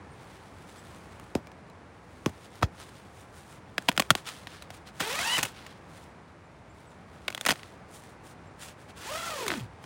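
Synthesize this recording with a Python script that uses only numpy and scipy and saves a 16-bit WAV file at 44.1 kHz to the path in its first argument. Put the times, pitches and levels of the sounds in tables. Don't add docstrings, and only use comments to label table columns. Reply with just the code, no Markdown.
import sys
import numpy as np
from scipy import signal
from scipy.fft import rfft, irfft, next_fast_len
from scipy.io import wavfile
from scipy.ndimage import map_coordinates

SR = 44100
rng = np.random.default_rng(int(sys.argv[2]) if len(sys.argv) > 2 else 0)


def transcribe(signal):
    frames = np.atleast_2d(signal).T
    limited = np.clip(frames, -1, 1)
    pcm = np.round(limited * 32767).astype(np.int16)
    wavfile.write(sys.argv[1], SR, pcm)


N = 434385


def guy_line():
    # start_s, crack_db, ring_hz, treble_db (over the crack), t60_s,
    # thump_db (over the crack, before the loss for high rings)
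    catches = [(1.198, -46, 1180, -9, 0.0053, -12), (1.352, -30.5, 1030, -9, 0.008, 12),
               (1.471, -47.5, 2350, -11, 0.011, 0), (1.517, -50.5, 1790, -14, 0.0087, -8),
               (1.699, -55.5, 4000, -8, .014, -4), (2.2607, -26, 1100, -10.5, 0.0074, 8),
               (2.294, -48, 720, -6, 0.022, -2), (2.615, -43, 720, -15, 0.026, 4),
               (2.6245, -26, 1090, -12, 0.069, 7.5), (2.629, -17.5, 1280, -28, 0.046, -5)]
    # pitch_hz, level_db (per Hz)
    line_spectrum = [(120, -19), (450, -6), (800, 0.5), (1200, -5), (2000, -5), (3300, -9), (5200, -8.5),
                     (7000, -15), (12000, -76)]
    return snaps(catches, line_spectrum, turns=1.588, ring=0.66, ring_t60=0.022,
                 grit=0.54, tail_db=-19, tail_t60=0.1, flap=0.051)


def door_tabs(t60, thump_db, treble_db, follow_s, weaker_db, count):
    # start_s, crack_db, ring_hz, treble_db (over the crack)
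    hooks = [(3.7808, -21.5, 1630, -15), (3.8834, -36.5, 990, -4), (3.887, -15.5, 940, -14.5),
             (3.8912, -19.5, 980, -11), (3.916, -36, 1800, -12), (3.965, -42, 2070, -5),
             (3.977, -19.5, 1410, -10.5), (3.9968, -19, 1080, -8), (4.0005, -20.5, 1130, -5.5),
             (4.0216, -30.5, 2500, -11), (4.1047, -9, 1385, -10), (4.109, -19.5, 1420, -13.5),
             (4.152, -24, 1100, -9.5), (7.2805, -26.5, 2890, -11.5), (7.2824, -25.5, 2220, -22),
             (7.303, -36.5, 2200, -8), (7.326, -42, 2680, -9), (7.348, -31, 3340, -7.5),
             (7.3773, -34, 2060, -11), (7.411, -32, 3500, -4), (7.452, -29.5, 2550, -6.5),
             (7.463, -24, 1950, -2.5), (7.4666, -21, 1900, -14), (7.486, -26.5, 3800, -5),
             (7.49, -20, 630, -11), (7.4946, -23.5, 1850, -7), (7.5063, -20.5, 1900, -9),
             (7.51, -25, 1100, -8), (7.517, -27, 2590, -6), (7.5234, -29, 700, -14),
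             (7.557, -44, 1850, -18), (7.594, -46.5, 2200, -19), (7.632, -42.5, 1980, -13.5)]
    # pitch_hz, level_db (per Hz)
    hook_spectrum = [(200, -17.5), (600, -0.5), (1300, -2.5), (2200, -1), (3300, 0), (4200, -3.5),
                     (5200, -5.5), (7000, -29), (12000, -46)]
    delays = follow_s * rng.random(len(hooks))
    weak = [(s + delay, db - weaker_db, hz, treble_db)
            for (s, db, hz, _), delay in zip(hooks, delays)]

    rip_start_s, rip_length_s, rip_db, rip_middle_hz = 7.466, .055, -33.5, 2180
    rip = []
    for k, (when, pitch) in enumerate(rng.random((count, 2))):
        start_s = rip_start_s + rip_length_s * (k + when) / count
        rip.append((start_s, rip_db, rip_middle_hz * 2 ** (pitch - .5), treble_db))
    return snaps(hooks + weak + rip, hook_spectrum, turns=1.69, ring=0.63, ring_t60=.015,
                 grit=1.0, tail_db=-21, tail_t60=0.059, flap=0.04, contact=(t60, thump_db))


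def slider_clicks(t60, thump_db):
    # start_s, crack_db, ring_hz, treble_db (over the crack)
    knocks = [(4.471, -36.5, 1630, -14), (4.623, -42, 3950, -6), (4.704, -39.5, 800, -10),
              (5.004, -25.5, 1400, -7.5), (5.01, -28.5, 1490, -11), (5.191, -28, 2440, -14),
              (5.381, -28.5, 1190, -1), (5.387, -25, 1976, -8), (5.392, -28.5, 2730, -10),
              (5.4293, -26, 3040, 2), (5.433, -26, 1842, -4.5), (5.452, -31, 2900, -4.5),
              (5.665, -43, 2880, -8), (8.623, -44, 2730, -7), (9.465, -32, 1750, -8),
              (9.4805, -27, 3560, -4.5), (9.503, -26, 1750, -25), (9.517, -28, 1650, -18),
              (9.527, -37, 1200, -16), (9.538, -31.5, 950, -17), (9.84, -43, 750, -13)]
    # pitch_hz, level_db (per Hz)
    knock_spectrum = [(200, -22), (600, -2.5), (1300, -1.5), (2200, -0.5), (3000, -4), (4200, -5.5),
                      (5200, -8), (7000, -28), (12000, -47)]
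    return snaps(knocks, knock_spectrum, turns=1.662, ring=0.53, ring_t60=0.01,
                 grit=1.7, tail_db=-9, tail_t60=0.073, flap=.09, contact=(t60, thump_db))


def snaps(rows, spectrum, turns, ring, ring_t60, grit, tail_db, tail_t60, flap, contact=()):
    # pitch_hz, level_db (per Hz)
    treble_spectrum = [(3500, -34), (6000, 5), (9500, 2), (11500, -4), (15500, -4)]
    flutter_spectrum = [(35, -23.5), (80, 3.5), (300, -4.0), (900, -12.5), (3000, -47.5)]
    middle_ring_hz, thump_loss_db_per_octave = 1200, 8.5
    swell_s, swell_share, hard_swell_s = 0.0029, .15, 0.012
    out, t = np.zeros(N), np.arange(SR // 8) / SR
    tail = amp(tail_db) * fade(t, tail_t60)

    def burst(x):
        return x / np.sqrt(np.sum(x ** 2) / (SR / 200))

    def snap(db, ring_hz, treble_db, t60, thump_db):
        octaves = max(np.log2(ring_hz / middle_ring_hz), 0)
        swell = swell_s + swell_share * t60 + hard_swell_s * amp(db)
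        crack_noise, treble_noise, flutter_noise = rng.standard_normal((3, len(t)))
        decay = fade(t, t60)

        own_turns = turns * rng.uniform(0.924, 1.049)
        sweep = np.sin(2 * np.pi * own_turns * np.log(1 + t / 0.000254))
        gritty = sweep * decay + crack_noise * (grit * decay + tail)
        crack = burst(seam(colour(gritty, spectrum)))
        onset = 1 - np.exp(-t / 0.00032)
        tone = burst(np.sin(2 * np.pi * ring_hz * t) * fade(t, ring_t60) * onset)
        treble = burst(colour(treble_noise * (decay + 0.87 * tail), treble_spectrum))

        flutter = unit(colour(flutter_noise, flutter_spectrum)) * fade(t, 0.18)
        arrival = (t / swell) ** 3 / (1 + (t / swell) ** 5.5)
        thump = burst(sweep * arrival * fade(t, 0.14) + flap * flutter)
        thump_gain = amp(thump_db - thump_loss_db_per_octave * octaves)
        return amp(db) * (burst(crack + ring * tone) + amp(treble_db) * treble + thump_gain * thump)

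    for s, *row in rows:
        add(out, s, snap(*row, *contact))
    return out


def zipper_opening():
    # time_s, teeth_per_s
    open_speed = [(4.995, 750), (5.03, 386), (5.09, 460), (5.195, 663), (5.26, 890), (5.33, 980),
                  (5.368, 1001), (5.402, 140), (5.485, 87)]
    # level_db (at the easy pace), growth_db (per speed doubling)
    open_whine = [(-43, 3.5), (-44.5, 7), (-45.5, 14.5)]
    return zipper(open_speed, attack_s=0.0075, tighten_s=0.0075, release_s=0.018,
                  rasp_db=-37.0, hiss_db=-40.5, harmonics=open_whine,
                  unsteady=.018, overtone_db=2, grain_db=1.3, flicker_db=8.5)


def zipper_closing():
    # time_s, teeth_per_s
    shut_speed = [(8.95, 260), (9.05, 358), (9.125, 610), (9.19, 678), (9.29, 675), (9.415, 495),
                  (9.565, 270), (9.61, 135), (9.68, 83)]
    # level_db (at the easy pace), growth_db (per speed doubling)
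    shut_whine = [(-40.5, -2.5), (-44, 7), (-50.5, 6)]
    return zipper(shut_speed, attack_s=0.112, tighten_s=0.17, release_s=0.11,
                  rasp_db=-42.5, hiss_db=-45.5, harmonics=shut_whine,
                  unsteady=.015, overtone_db=0.0, grain_db=0.5, flicker_db=9)


def zipper(stroke, attack_s, tighten_s, release_s, rasp_db, hiss_db, harmonics, unsteady,
           overtone_db, grain_db, flicker_db):
    # pitch_hz, level_db (per Hz)
    rasp_spectrum = [(60, -50), (150, -1), (400, -5), (900, 4), (1500, 0.5), (2800, 1), (4000, -0.5),
                     (5500, -13), (9000, -43)]
    hiss_spectrum = [(2500, -35.5), (4500, -0.5), (7000, 0), (10000, -3.5), (11500, -11), (15500, -9)]
    easy_teeth_per_s = 500
    rasp_db_per_octave, hiss_db_per_octave = 2.5, 3.5
    t, speed = np.arange(N) / SR, curves(stroke)[0]
    since_start, until_end = t - stroke[0][0], stroke[-1][0] - t
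    pull = np.clip(since_start / attack_s, 0, 1) * np.clip(until_end / release_s, 0, 1)
    octaves = np.log2(speed / easy_teeth_per_s)
    teeth = np.cumsum(speed * (1 + unsteady * wobble(120))) / SR

    tooth_sizes = amp(grain_db * rng.standard_normal(N // 20))
    catch = 0.43 + np.exp(-(teeth % 1) / 0.31)
    scrape = unit(tooth_sizes[teeth.astype(int)] * catch * amp(1.74 * wobble(130)))
    rasp = unit(seam(colour(scrape * rng.standard_normal(N), rasp_spectrum)))
    hiss = unit(colour(scrape * rng.standard_normal(N), hiss_spectrum))

    def partial(k):
        tone = np.sin(2 * np.pi * k * teeth + .5 * wobble(300))
        return unit(tone * amp(-flicker_db * abs(wobble(55))))

    taut = np.clip(since_start / tighten_s, 0, 1) ** 2
    whine = taut * sum(amp(db + growth * octaves) * partial(k)
                       for k, (db, growth) in enumerate(harmonics, 1))
    overtones = seam(sum(partial(k) / k for k in range(4, 12)))
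    rasp_gain = amp(rasp_db + rasp_db_per_octave * octaves)
    hiss_gain = amp(hiss_db + hiss_db_per_octave * octaves)
    return pull * (rasp_gain * (rasp + amp(overtone_db) * overtones) + hiss_gain * hiss + whine)


def rubbing():
    # peak_s, swish_db, half_length_s, hiss_db (over the swish)
    movements = [(.3, -63, .2, -4.5), (0.796, -61, .3, -3), (1.221, -67.5, .15, -3), (2.24, -66, .25, -3),
                 (2.44, -58.5, .04, -3.5), (2.556, -57.5, 0.045, -4), (2.814, -54, .065, -3.5),
                 (2.971, -63.5, .11, -3), (3.186, -63, .07, 0), (3.389, -61, .07, 0), (3.511, -59, .05, -1),
                 (3.96, -58.5, 0.18, -4), (4.182, -49, .025, -5), (4.28, -41.5, .022, -6.5),
                 (4.341, -52.5, .08, -4.5), (4.547, -52, .06, -9), (4.745, -58.5, .035, -3.5),
                 (4.876, -50.5, .018, -7.5), (4.981, -56.5, 0.04, -3.5), (5.469, -49, 0.034, -3.5),
                 (5.596, -53.5, .11, -10), (5.966, -61, .085, -3), (6.824, -67, .11, -3),
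                 (7.19, -66, .14, -5), (7.488, -54.5, .14, -4.5), (7.949, -57, .04, 3),
                 (8.059, -64, .07, -1), (8.274, -60, .035, 1), (8.632, -46.5, .03, 0),
                 (8.691, -52.5, .025, -3), (8.818, -66, .04, -2), (8.9, -58, .02, -7),
                 (8.98, -54.5, .02, -4), (9.85, -60, .04, -4.5)]
    rest_swish_db, rest_hiss_db = -74.5, -84
    skew = .15
    t = np.arange(0, N / SR, .002)
    s, db, half_s, bright_db = np.transpose(movements)[:, :, None]
    away = abs(t - s) / (half_s * (1 + skew * np.sign(t - s)))
    swells = amp(db) * np.exp(-away ** 1.5)

    def total(parts, rest_db):
        strength = np.sqrt(np.sum(parts ** 2, axis=0) + amp(rest_db) ** 2)
        return np.interp(np.arange(N) / SR, t, strength)

    return total(swells, rest_swish_db), total(swells * amp(bright_db), rest_hiss_db)


def rustle(swish_gain, hiss_gain, grain_db, swish_db, hiss_db):
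    # pitch_hz, level_db (per Hz)
    swish_spectrum = [(300, -15), (1300, 3.5), (2200, -0.5), (3500, 1), (5500, -6), (9000, -28.5)]
    cloth_spectrum = [(3000, -21.5), (6000, 1), (9800, 2), (11300, -9), (15500, -8.5)]
    crinkle = unit(amp(grain_db * wobble(500) + 1.6 * wobble(35)))
    swish = unit(colour(crinkle * rng.standard_normal(N), swish_spectrum))
    hiss = unit(colour(crinkle * rng.standard_normal(N), cloth_spectrum))
    return amp(swish_db) * swish_gain * swish + amp(hiss_db) * hiss_gain * hiss


def creases(rub, db, spread_db, count):
    out, t = np.zeros(N), np.arange(SR // 50) / SR
    travel = np.cumsum(np.sqrt(rub))
    for when, pitch, size in rng.random((count, 3)):
        at = np.searchsorted(travel, when * travel[-1])
        hz = 2200 * 4.5 ** pitch
        noise = rng.standard_normal(len(t)) * fade(t, .01)
        tick = colour(noise, [(hz / 3, -16), (hz, 0), (hz * 2, -12)])
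        add(out, at / SR, rub[at] * amp(db - spread_db * size) * unit(tick))
    return out


def bird(length, echo_db):
    # start_s, pitch_hz (near the top of the arch), level_db (without the echo)
    calls = [(.105, 8720, -62), (.77, 7750, -60), (6.44, 7160, -72), (6.69, 7350, -65), (6.86, 8000, -66),
             (6.89, 7200, -69), (8.46, 7450, -68)]
    out, t = np.zeros(N), np.arange(SR // 4) / SR
    arch = np.sin(np.pi * np.minimum(t / length, 1))
    for s, hz, db in calls:
        call = arch * np.sin(2 * np.pi * np.cumsum(hz * (.97 + 0.0353 * arch)) / SR)
        trees = rng.standard_normal(len(t)) * fade(t, .3)
        echo = signal.fftconvolve(call, trees / np.linalg.norm(trees))[:len(t)]
        add(out, s, amp(db) * (call + amp(echo_db) * echo))
    return out


def forest(level_db):
    # pitch_hz, level_db (per Hz)
    air_spectrum = [(26, -47.5), (45, -9), (87, 0), (129, -4), (165, -3), (234, -7.5), (624, -11),
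                    (838, -10.5), (2300, -21), (3240, -31.5), (5700, -36.5), (10000, -42), (12000, -67.5),
                    (16000, -74)]
    # time_s, level_db
    air_levels = [(0, -48), (1.2, -48.5), (2, -50), (5.7, -49), (6.6, -50.5), (8, -49), (9.85, -49)]
    air = unit(colour(rng.standard_normal(N), air_spectrum))
    return amp(curves(air_levels)[0] + level_db + 0.4 * wobble(5)) * air


def seam(x):
    # pitch_hz, width_hz, level_db
    resonances = [(1478, 84, -2), (1836, 90, -9.5), (2560, 96, -6), (3320, 120, -5), (5080, 180, -6.5)]
    size = next_fast_len(len(x) + 2048)
    f = np.fft.rfftfreq(size, 1 / SR)
    body = 1 + sum(amp(db) * 1j * f * width / (hz * hz - f * f + 1j * f * width)
                   for hz, width, db in resonances)
    return irfft(rfft(x, size) * body)[:len(x)]


def bounced(x):
    # delay_s, level_db (before the thinning)
    bounces = [(.0023, -23), (.0046, -15), (.0079, -12)]
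    out = x.copy()
    thin = colour(x, [(3000, -10.5), (15000, 1)])
    for delay, db in bounces:
        add(out, delay, amp(db) * thin)
    return out


def amp(db):
    return 10 ** (np.asarray(db) / 20)


def unit(x):
    return x / np.sqrt(np.mean(x ** 2) + 1e-20)


def curves(rows):
    s, *cols = np.transpose(rows)
    return [np.interp(np.arange(N) / SR, s, c) for c in cols]


def wobble(rate):
    knots = rng.standard_normal(int(N * rate / SR) + 4)
    return map_coordinates(knots, [np.arange(N) * rate / SR], order=2)


def colour(x, points):
    size = 2 * next_fast_len(len(x) // 2 + 2048)
    hz, db = np.transpose(points)
    gain = amp(np.interp(np.log(np.fft.rfftfreq(size, 1 / SR) + 1), np.log(hz), db))
    fold = np.r_[1, np.full(size // 2 - 1, 2), np.zeros(size // 2)]
    cepstrum = irfft(np.log(gain)) * fold
    return irfft(rfft(x, size) * np.exp(rfft(cepstrum)))[:len(x)]


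def add(track, s, sound):
    part = track[max(round(s * SR), 0):][:len(sound)]
    part += sound[:len(part)]


def fade(t, t60):
    return np.exp(-np.log(1000) * t / t60)


def scene():
    line = guy_line()
    tabs = door_tabs(t60=.013, thump_db=-10.0, treble_db=-3.5, follow_s=.045, weaker_db=27.5, count=7)
    slider = slider_clicks(t60=0.021, thump_db=-5.5)
    zips = zipper_opening() + zipper_closing()
    swish, hiss = rubbing()
    cloth = rustle(swish, hiss, grain_db=2.5, swish_db=3.0, hiss_db=2)
    cloth += creases(hiss, db=-1.0, spread_db=15, count=90)
    outdoors = bird(length=.035, echo_db=-5) + forest(level_db=-1.08)
    return (line + tabs + slider + bounced(zips + cloth) + outdoors)[None]


def record(dry):
    top_hz = 15850
    size = next_fast_len(N + SR // 2)
    lean = signal.sosfilt(signal.butter(4, 46, "high", fs=SR, output="sos"), dry)
    rounded = lean / (1 + (lean / .85) ** 4) ** .25
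    passed = np.fft.rfftfreq(size, 1 / SR) < top_hz
    return irfft(rfft(rounded, size) * passed, size)[:, :N]


dry = scene()
out = record(dry)
transcribe(out)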